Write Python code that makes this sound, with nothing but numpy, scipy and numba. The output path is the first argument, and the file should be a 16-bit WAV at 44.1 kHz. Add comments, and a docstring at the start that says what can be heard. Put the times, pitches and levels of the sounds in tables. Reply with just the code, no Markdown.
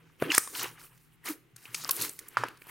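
"""Hands knead thick beaded slime on a wooden table close by, in stereo, with a short room tail.
From 0 s: hum and hiss (shaped noise), faint crackle (tiny damped sines), a soft thud (two table modes).
From 0.2 s: air pockets pop (damped sines in stages) as crackle swells; 0.3 s: folds squeak (gliding
harmonics); 0.38 s: air hisses out after big pops (fading noise bands). A lull near 1 s, a short flurry
with a last squeak near 1.28 s, then pops, crackle and thuds from 1.5 s to the end."""
import sys
import numpy as np
from scipy import signal
from scipy.fft import rfft, irfft
from scipy.io import wavfile
from scipy.ndimage import uniform_filter1d
from numba import njit

SR = 44100
rng = np.random.default_rng(int(sys.argv[2]) if len(sys.argv) > 2 else 0)


def waveform_to_disk(signal):
    """Save audio, clipped to [-1, 1], as 16-bit WAV at the path in sys.argv[1]."""
    frames = np.transpose(np.atleast_2d(signal))
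    scaled = np.clip(frames, -1, 1) * 32767
    samples = np.round(scaled).astype(np.int16)
    wavfile.write(sys.argv[1], SR, samples)


N = 119070
T = np.arange(N) / SR

# Hum bands: f/Hz, width/Hz, level/dB
HUM_BANDS = [(160.9, 13, -71.5), (126.9, 14, -72.5), (310, 130, -78.5), (35.2, 26, -81.5), (77.5, 110, -76)]
# Hiss spectrum: f/Hz, relative level/dB
HISS_SPECTRUM = [(120, -59), (200, -13), (299, -7.5), (340, -16.5), (387, -12), (601, -29), (763, -21),
                 (2750, -20), (4600, -35.5), (16000, -38.5)]
# Kneading effort: t/s, fine crackle level/dB, coarse crackle level/dB, squelch level/dB
KNEADING = [(0, -76.5, -62, -69), (.18, -76, -75.5, -76.5), (.222, -50, -41.5, -45), (.28, -60, -50, -41.5),
            (.32, -40.5, -34.5, -43.5), (0.371, -36, -40, -106), (.41, -54, -56.5, -70),
            (0.526, -57, -57.5, -62), (0.561, -43.5, -44, -53.5), (.6, -39, -41, -52),
            (.65, -41, -38, -48.5), (.69, -49.5, -54, -62), (.77, -68, -63, -68), (.8, -54.5, -56.5, -70),
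            (.84, -52, -58, -65), (.88, -64, -66, -77), (1.199, -82, -83, -87.5), (1.23, -69.5, -68, -79),
            (1.26, -42, -43, -58), (1.301, -39.5, -41.5, -55), (1.33, -52, -49.5, -55),
            (1.39, -85.5, -74, -68.5), (1.54, -85, -90.5, -86.5), (1.581, -63, -63.5, -83),
            (1.72, -61, -57, -65.5), (1.758, -50, -51.5, -65.5), (1.87, -51.5, -49, -57),
            (1.93, -45, -50, -58), (2.02, -34, -43.5, -41.5), (2.081, -42, -43.5, -51.5),
            (2.131, -56, -64, -66.5), (2.35, -63.5, -56.5, -68.5), (2.39, -83, -57, -60),
            (2.448, -73, -41, -42.5), (2.52, -70, -64, -61.5), (2.6, -73.5, -75, -84),
            (2.66, -64, -57, -81), (2.7, -50, -50, -46.5)]
# Crisp crackle: t/s, level re fine crackle/dB
CRISP_RE_FINE = [(0, 1), (.25, -10), (.33, 4), (.42, -2), (.6, -3), (.82, -9), (1.28, -7), (1.6, 0.5),
                 (1.78, -2.5), (1.97, -4.5), (2.15, -7), (2.4, -7), (2.7, -8)]
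# Table thuds: t/s, level/dB, rise/s, upper mode re lower/dB
TABLE_THUDS = [(0.031, -66, 0.041, 7), (0.212, -47, 0.016, 10), (0.577, -52.5, 0.033, -11),
               (0.657, -54.5, 0.041, -3), (1.262, -63, .02, 3), (1.532, -58.5, 0.01, -4),
               (1.68, -52, 0.016, -10), (1.797, -64.5, 0.015, 12.5), (1.989, -45, 0.012, -3.5),
               (2.367, -39.5, 0.036, -26)]
# Bursting pockets: t/s, level/dB, pocket f/Hz, film f/Hz, then re level: thump/dB, pocket/dB, snap/dB,
# film/dB; left re right/dB, pocket ring to -30 dB/cycles, noise share in film/0-1
POCKET_POPS = [(0.2, -34, 2730, 14200, -23, 2, -26, -3, 2, 4.2, 0.64),
               (0.222, -13.5, 617, 10750, -3, -3, -40, -21.5, 0.7, 4.45, 0.86),
               (0.318, -9.5, 2330, 6430, -49, 1.5, -10.5, -34, 2, 3.8, 0.95),
               (0.3466, -8, 2060, 8650, -33.5, -3.5, -11.5, -5.5, 0.5, 3.5, 0.19),
               (0.349, -20, 1090, 8540, -44, -11.5, -18, 3.5, -0.84, 5.9, 0.68),
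               (0.379, -4, 1950, 8700, -20, -5, -21, 0, 0.64, 4.5, 0.55),
               (0.3793, -11, 1250, 12500, -30, 0, -30, 0, 0.64, 3.5, 0.7),
               (0.474, -25.5, 1050, 8930, -26.5, -13, -14.5, -7, 2.2, 10.5, 0.26),
               (0.551, -25, 2940, 8650, -29, 5, -9, -24, 3, 4.5, 0.75),
               (0.594, -24, 3000, 8060, -27, 6, -28, -4.5, 1, 5.3, 0.22),
               (0.63, -19, 970, 13600, -34, -48, -30, 4.5, 3, 5.0, 0.65),
               (0.642, -18, 2700, 13700, -20, -1, -35, -7, 1.1, 5.9, 0.75),
               (0.794, -39.5, 2130, 12000, -22, -18, -35, -2, -1, 5.0, 0.91),
               (0.976, -43.5, 1930, 11300, -33.5, -16, -19, -5.5, 4, 4.3, 0.64),
               (1.255, -24, 797, 9530, -41.5, -21, -16, -10.5, -3.4, 8, 0.65),
               (1.285, -19, 2300, 12230, -21, -6, -19, -5, -1.5, 5.3, 0.58),
               (1.562, -28.5, 1570, 8570, -34, -19, -15.5, -5.5, 4, 5.4, 0.47),
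               (1.655, -28, 2640, 10200, -28, -2.5, -35, -21, 3.5, 5.6, 0.54),
               (1.745, -10, 2420, 6600, -44, 0, -11.5, -12.5, 2.7, 3.9, 0.94),
               (1.852, -30, 1150, 12100, -32, -4, -34, -18, 2, 7, 0.9),
               (1.838, -26, 1274, 12300, -39, -12.5, -34, -4, 5, 5.5, 0.86),
               (1.876, -24, 1120, 13500, -37, -15, -23, -3, 9, 4, 0.42),
               (1.891, -16, 1071, 9300, -35, -16.5, -7, -1.5, -2, 20.8, 0.61),
               (1.909, -6, 1030, 12600, -49, -36, -17.5, 1.5, 5, 4.3, 0.58),
               (1.964, -18.5, 1060, 9900, -32, -47, -29, -4, 3, 3.6, 0.41),
               (2.012, -11, 2150, 12400, -37, -35, -19, -8, 1.5, 17, 0.2),
               (2.021, -13, 2510, 10600, -26, -22, -33, -0.5, 2.5, 9, 0.61),
               (2.048, -19.5, 2000, 11200, -28, -8.5, -16, -0.5, 4.5, 5.1, 0.59),
               (2.092, -18.5, 1140, 8560, -27.5, -36, -38, -9.5, 1.5, 7.9, 0.82),
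               (2.19, -21.5, 2060, 9850, -54, -20, -18, -4, -3.5, 7.4, 0.7),
               (2.283, -23.5, 1980, 11630, -55, -30, -53, -6, -1.2, 6.5, 0.63),
               (2.37, -6, 1252, 7940, -40, -2.5, -31, -46, -3.5, 4.9, 0.81),
               (2.4375, -24, 1600, 5500, -25, -3, -20, -14, -2.4, 6, 0.5),
               (2.436, -17.5, 930, 9500, -29, 0.5, -26, -21.5, -3, 3.4, 0.44),
               (2.484, -25.5, 2700, 11670, -19, -5, -16.5, -11.5, 1, 5.1, 0.67),
               (2.572, -38, 1200, 8900, -41, -24, -15.5, -8.5, 2.1, 4.6, 0.53),
               (2.618, -20.5, 2240, 10900, -34.5, -4, -34, -24.5, -3, 2.97, 0.59),
               (2.668, -38, 990, 12800, -16.5, -11, -18, -1, -1, 5.0, 0.54)]
# Air squeezed from folds: t/s, length/s, start f/Hz, end f/Hz, level/dB, overtones/dB, swell share/0-1
FOLD_SQUEAKS = [(.290, .025, 330, 300, -39, -25, .5), (.301, .017, 3400, 2650, -28, -30, .2),
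                (.322, .025, 1830, 1750, -37, -2, .9), (1.284, .054, 322, 306, -39, -26, .5)]
# Air hissing out after the biggest pops: t/s, f/Hz, width/Hz, level/dB, t60/s
AIR_LEAKS = [(0.384, 8850, 1100, -39, 0.6), (0.384, 6900, 350, -51, 0.7), (0.384, 5950, 400, -51, 0.7),
             (1.75, 6660, 3030, -41.5, 0.34), (1.914, 11800, 2500, -35, 0.16), (2.373, 1290, 420, -35, 0.4),
             (2.376, 4600, 500, -57, 0.5)]
# Dips from sound mirrored by the table top: f/Hz, width/Hz, share removed/0-1
MIRROR_DIPS = [(785, 330, 0.49), (3415, 200, 0.4), (7500, 200, 0.3)]

HISS_DB, SIDE_DB = -69.5, -4.5
LOWER_MODE_HZ, UPPER_MODE_HZ, TABLE_T60_S = 120, 158, .24
THUMP_HZ, SNAP_HZ = 338.5, 4437
THUMP_CYCLES, SNAP_CYCLES, FILM_CYCLES = 2.06, 15.6, 21.8  # to fade by 30 dB
POP_RISE_S, CREST_DB, SNAP_NOISE_SHARE = 0.00099, 11.5, 0.66
STAGE_S, STAGE_JITTER_S = .002, .0005  # a pocket bursts in three quick stages
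FILM_STAGES_DB, POCKET_STAGES_DB, THUMP_STAGES_DB = (-4, 0, -7), (0, -8, -14), (0, -12, -20)
ROOM_T60_S, ROOM_DB, ROOM_RISE_S = .34, -17, .003
TOP_HZ = 15900


def undb(db):
    """Amplitude ratio from dB."""
    return 10 ** (np.asarray(db) / 20)


def level(x, db):
    """Scale to an RMS level in dB."""
    return x * undb(db) / np.sqrt(np.mean(x ** 2))


def walk(rate_hz):
    """Slow random drift, spread near 1."""
    k = int(SR / rate_hz)
    steps = np.repeat(rng.standard_normal(N // k + 1), k)
    return 1.1 * uniform_filter1d(uniform_filter1d(steps, k), k)[:N]


def curve(rows, column):
    """Interpolate a table column over time."""
    rows = np.array(rows)
    return np.interp(T, rows[:, 0], rows[:, column])


def above(x, hz):
    """Small sources radiate no bass."""
    return signal.sosfilt(signal.butter(3, hz, "high", fs=SR, output="sos"), x)


@njit
def grains(at, hz, cycles, size, pan, rise, rough, noise, n, sr):
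    """Damped sines with a short rise, partly roughened by noise, placed between left and right."""
    out = np.zeros((2, n))
    for g in range(len(at)):
        fade = np.log(31.6) * hz[g] / cycles[g] / sr  # 30 dB in the given cycles
        start = int(at[g])
        turn = np.exp(2j * np.pi * hz[g] / sr - fade)
        z = size[g] + 0j
        for i in range(start, min(n, start + int(5 / fade))):
            onset = np.sin(np.pi / 2 * min(1., (i - start) / rise[g])) ** 2
            v = z.imag * onset * (1 - rough[g] + rough[g] * noise[i])
            out[0, i] += v * pan[g]
            out[1, i] += v / pan[g]
            z *= turn
    return out


def background():
    """Wavering hum bands over a wide, soft hiss: spectrally shaped noise."""
    f = np.arange(N // 2 + 1) * SR / N + 1  # 1 Hz up keeps the log finite

    def mid_side(gain):
        return irfft(rfft(rng.standard_normal((2, N))) * gain, N)

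    hiss = np.array(HISS_SPECTRUM)
    hiss_gain = undb(np.interp(np.log(f), np.log(hiss[:, 0]), hiss[:, 1]))
    out = level(mid_side(hiss_gain), HISS_DB) * undb(1.6 * walk(3))
    for hz, width_hz, db in HUM_BANDS:
        band_gain = 1 / (1 + ((f - hz) / width_hz * 2) ** 2)
        out = out + level(mid_side(band_gain), db) * undb(2 * walk(7.3))
    mid, side = out
    return mid + undb(SIDE_DB) * side * np.array([[1], [-1]])


def crackle(db, rate_hz, lo_hz, hi_hz, cycles, spread_db):
    """Dense tiny damped bursts of scattered pitch and size, following the kneading effort."""
    draws = rng.random((30000, 6))[:int(rate_hz * N / SR)]
    when, pitch, rarity, ring, sign, side = draws.T
    size = undb(-spread_db * np.log(1 - rarity)) * np.sign(sign - .5)  # few are loud
    hz = lo_hz + (hi_hz - lo_hz) * pitch
    ring_cycles = cycles * (.5 + 2 * ring ** 2)
    pan = undb(7.4 * (side - .5))
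    one_cycle = SR / hz
    x = grains(when * N, hz, ring_cycles, size, pan, one_cycle, 0 * hz, T, N, SR)  # no roughness
    return level(above(x, lo_hz * 1.113), 0) * undb(db + 3.65 * walk(45.12))


def thuds():
    """Soft pushes ring two modes of the table top."""
    out = np.zeros(N)
    for s, db, rise_s, upper_db in TABLE_THUDS:
        t = np.maximum(T - s, 0)
        lower = np.sin(2 * np.pi * (LOWER_MODE_HZ * t + rng.random()))
        upper = np.sin(2 * np.pi * (UPPER_MODE_HZ * t + rng.random()))
        fade_db = -60 * np.maximum(t - rise_s, 0) / TABLE_T60_S
        out += undb(db + fade_db) * np.minimum(t / rise_s, 1) * (lower + undb(upper_db) * upper)
    return out


def pops():
    """Each bursting pocket rings low, at its own pitch, and in the film, which tears in stages."""
    (s, pop_db, pocket_hz, film_hz, thump_db, pocket_db, snap_db, film_db,
     pan_db, pocket_cycles, film_noise) = np.array(POCKET_POPS, float).T
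    one, out = np.ones(len(s)), 0
    jitter = STAGE_JITTER_S * rng.standard_normal((len(s), len(FILM_STAGES_DB))).T
    # Parts: f/Hz, ring/cycles, level/dB, noise share, noise low-pass/Hz, high-pass/Hz, stages/dB
    parts = (
        (THUMP_HZ * one, THUMP_CYCLES, thump_db, .15, 300, 100, THUMP_STAGES_DB),
        (pocket_hz, pocket_cycles, pocket_db, .35, 1000, 500, POCKET_STAGES_DB),
        (SNAP_HZ * one, SNAP_CYCLES, snap_db, SNAP_NOISE_SHARE, 1800, 2500, FILM_STAGES_DB),
        (film_hz, FILM_CYCLES, film_db, film_noise, 3500, 4500, FILM_STAGES_DB))
    for hz, cycles, db, rough, noise_hz, cut_hz, stages_db in parts:
        lowpass = signal.butter(2, noise_hz, fs=SR, output="sos")
        noise = level(signal.sosfilt(lowpass, rng.standard_normal(N)), 0)

        def each(v):
            return np.tile(v * one, len(stages_db))

        at = np.concatenate([s + k * (STAGE_S + jitter[k]) for k in range(len(stages_db))]) * SR
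        size = undb(each(pop_db + db + CREST_DB) + np.repeat(stages_db, len(s)))
        rings = grains(at, each(hz), each(cycles), size, each(undb(pan_db / 2)),
                       each(POP_RISE_S * SR), each(np.clip(rough, 0, 1)), noise, N, SR)
        out = out + above(rings, cut_hz)
    return out


def squeaks():
    """Air through a fold: short gliding tones with overtones, swelling then fading."""
    out = np.zeros(N)
    for s, length_s, start_hz, end_hz, db, over_db, swell in FOLD_SQUEAKS:
        u = np.clip((T - s) / length_s, 0, 1)
        glide_hz = start_hz + (end_hz - start_hz) * (1 - (1 - u) ** 5)
        phase = 2 * np.pi * np.cumsum(glide_hz * (1 + .025 * walk(500))) / SR
        overtones = np.sin(2 * phase) + np.sin(3 * phase) + np.sin(4 * phase) / 2
        tone = np.sin(phase) + undb(over_db) * overtones
        envelope = np.interp(u, [0, np.clip(swell, .02, .98), 1], [0, 2, 0])
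        out += undb(db + 3.3 * walk(250)) * envelope * tone
    return out


def leaks():
    """Escaping air: a band of noise that fades after a burst."""
    out = np.zeros(N)
    for s, hz, width_hz, db, t60_s in AIR_LEAKS:
        edges_hz = [hz - width_hz / 2, hz + width_hz / 2]
        band = signal.butter(1, edges_hz, "band", fs=SR, output="sos")
        hiss = level(signal.sosfilt(band, rng.standard_normal(N)), db)
        fade_db = -60 * np.maximum(T - s, 0) / t60_s
        out += hiss * (T > s) * undb(fade_db + 2 * walk(140))
    return out


def hollow(x):
    """Narrow dips where direct and mirrored sound cancel."""
    for hz, width_hz, share in MIRROR_DIPS:
        x = x - np.clip(share, 0, 1) * signal.lfilter(*signal.iirpeak(hz, hz / width_hz, SR), x)
    return x


def room(x):
    """Short stereo tail: the mono sum convolved with decaying noise."""
    t = T[:SR // 2]
    mid, side = rng.standard_normal((2, len(t)))
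    tail = mid + 0.44 * side * np.array([[1], [-1]])
    tail = tail * undb(-60 * t / ROOM_T60_S) * np.minimum(t / ROOM_RISE_S, 1)
    tail = tail * undb(ROOM_DB) / np.sqrt(np.sum(tail ** 2) / 2)
    return signal.fftconvolve(x.mean(axis=0)[None], tail, axes=1)[:, :N]


def scene():
    """Slime sounds with their room tail, over table thuds and background."""
    fine_db = curve(KNEADING, column=1)
    crisp_db = fine_db + curve(CRISP_RE_FINE, column=1)
    coarse_db, squelch_db = curve(KNEADING, column=2), curve(KNEADING, column=3)
    slime = pops() + leaks()
    slime += crackle(coarse_db, rate_hz=4000, lo_hz=700, hi_hz=3300, cycles=5.5, spread_db=2.2)
    slime += crackle(squelch_db, rate_hz=700, lo_hz=240, hi_hz=520, cycles=5., spread_db=1.5)
    slime += crackle(fine_db, rate_hz=9000, lo_hz=7500, hi_hz=15800, cycles=7., spread_db=2.5)
    slime += crackle(crisp_db, rate_hz=6000, lo_hz=3300, hi_hz=7500, cycles=5.5, spread_db=2.2)
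    slime = hollow(slime) + squeaks()
    return slime + room(slime) + thuds() + background()


def record(dry):
    """The recorder cuts the top: a steep low-pass, applied twice."""
    cut = signal.ellip(8, .2, 60, TOP_HZ, fs=SR, output="sos")
    return signal.sosfilt(cut, signal.sosfilt(cut, dry))


dry = scene()
out = record(dry)
waveform_to_disk(out)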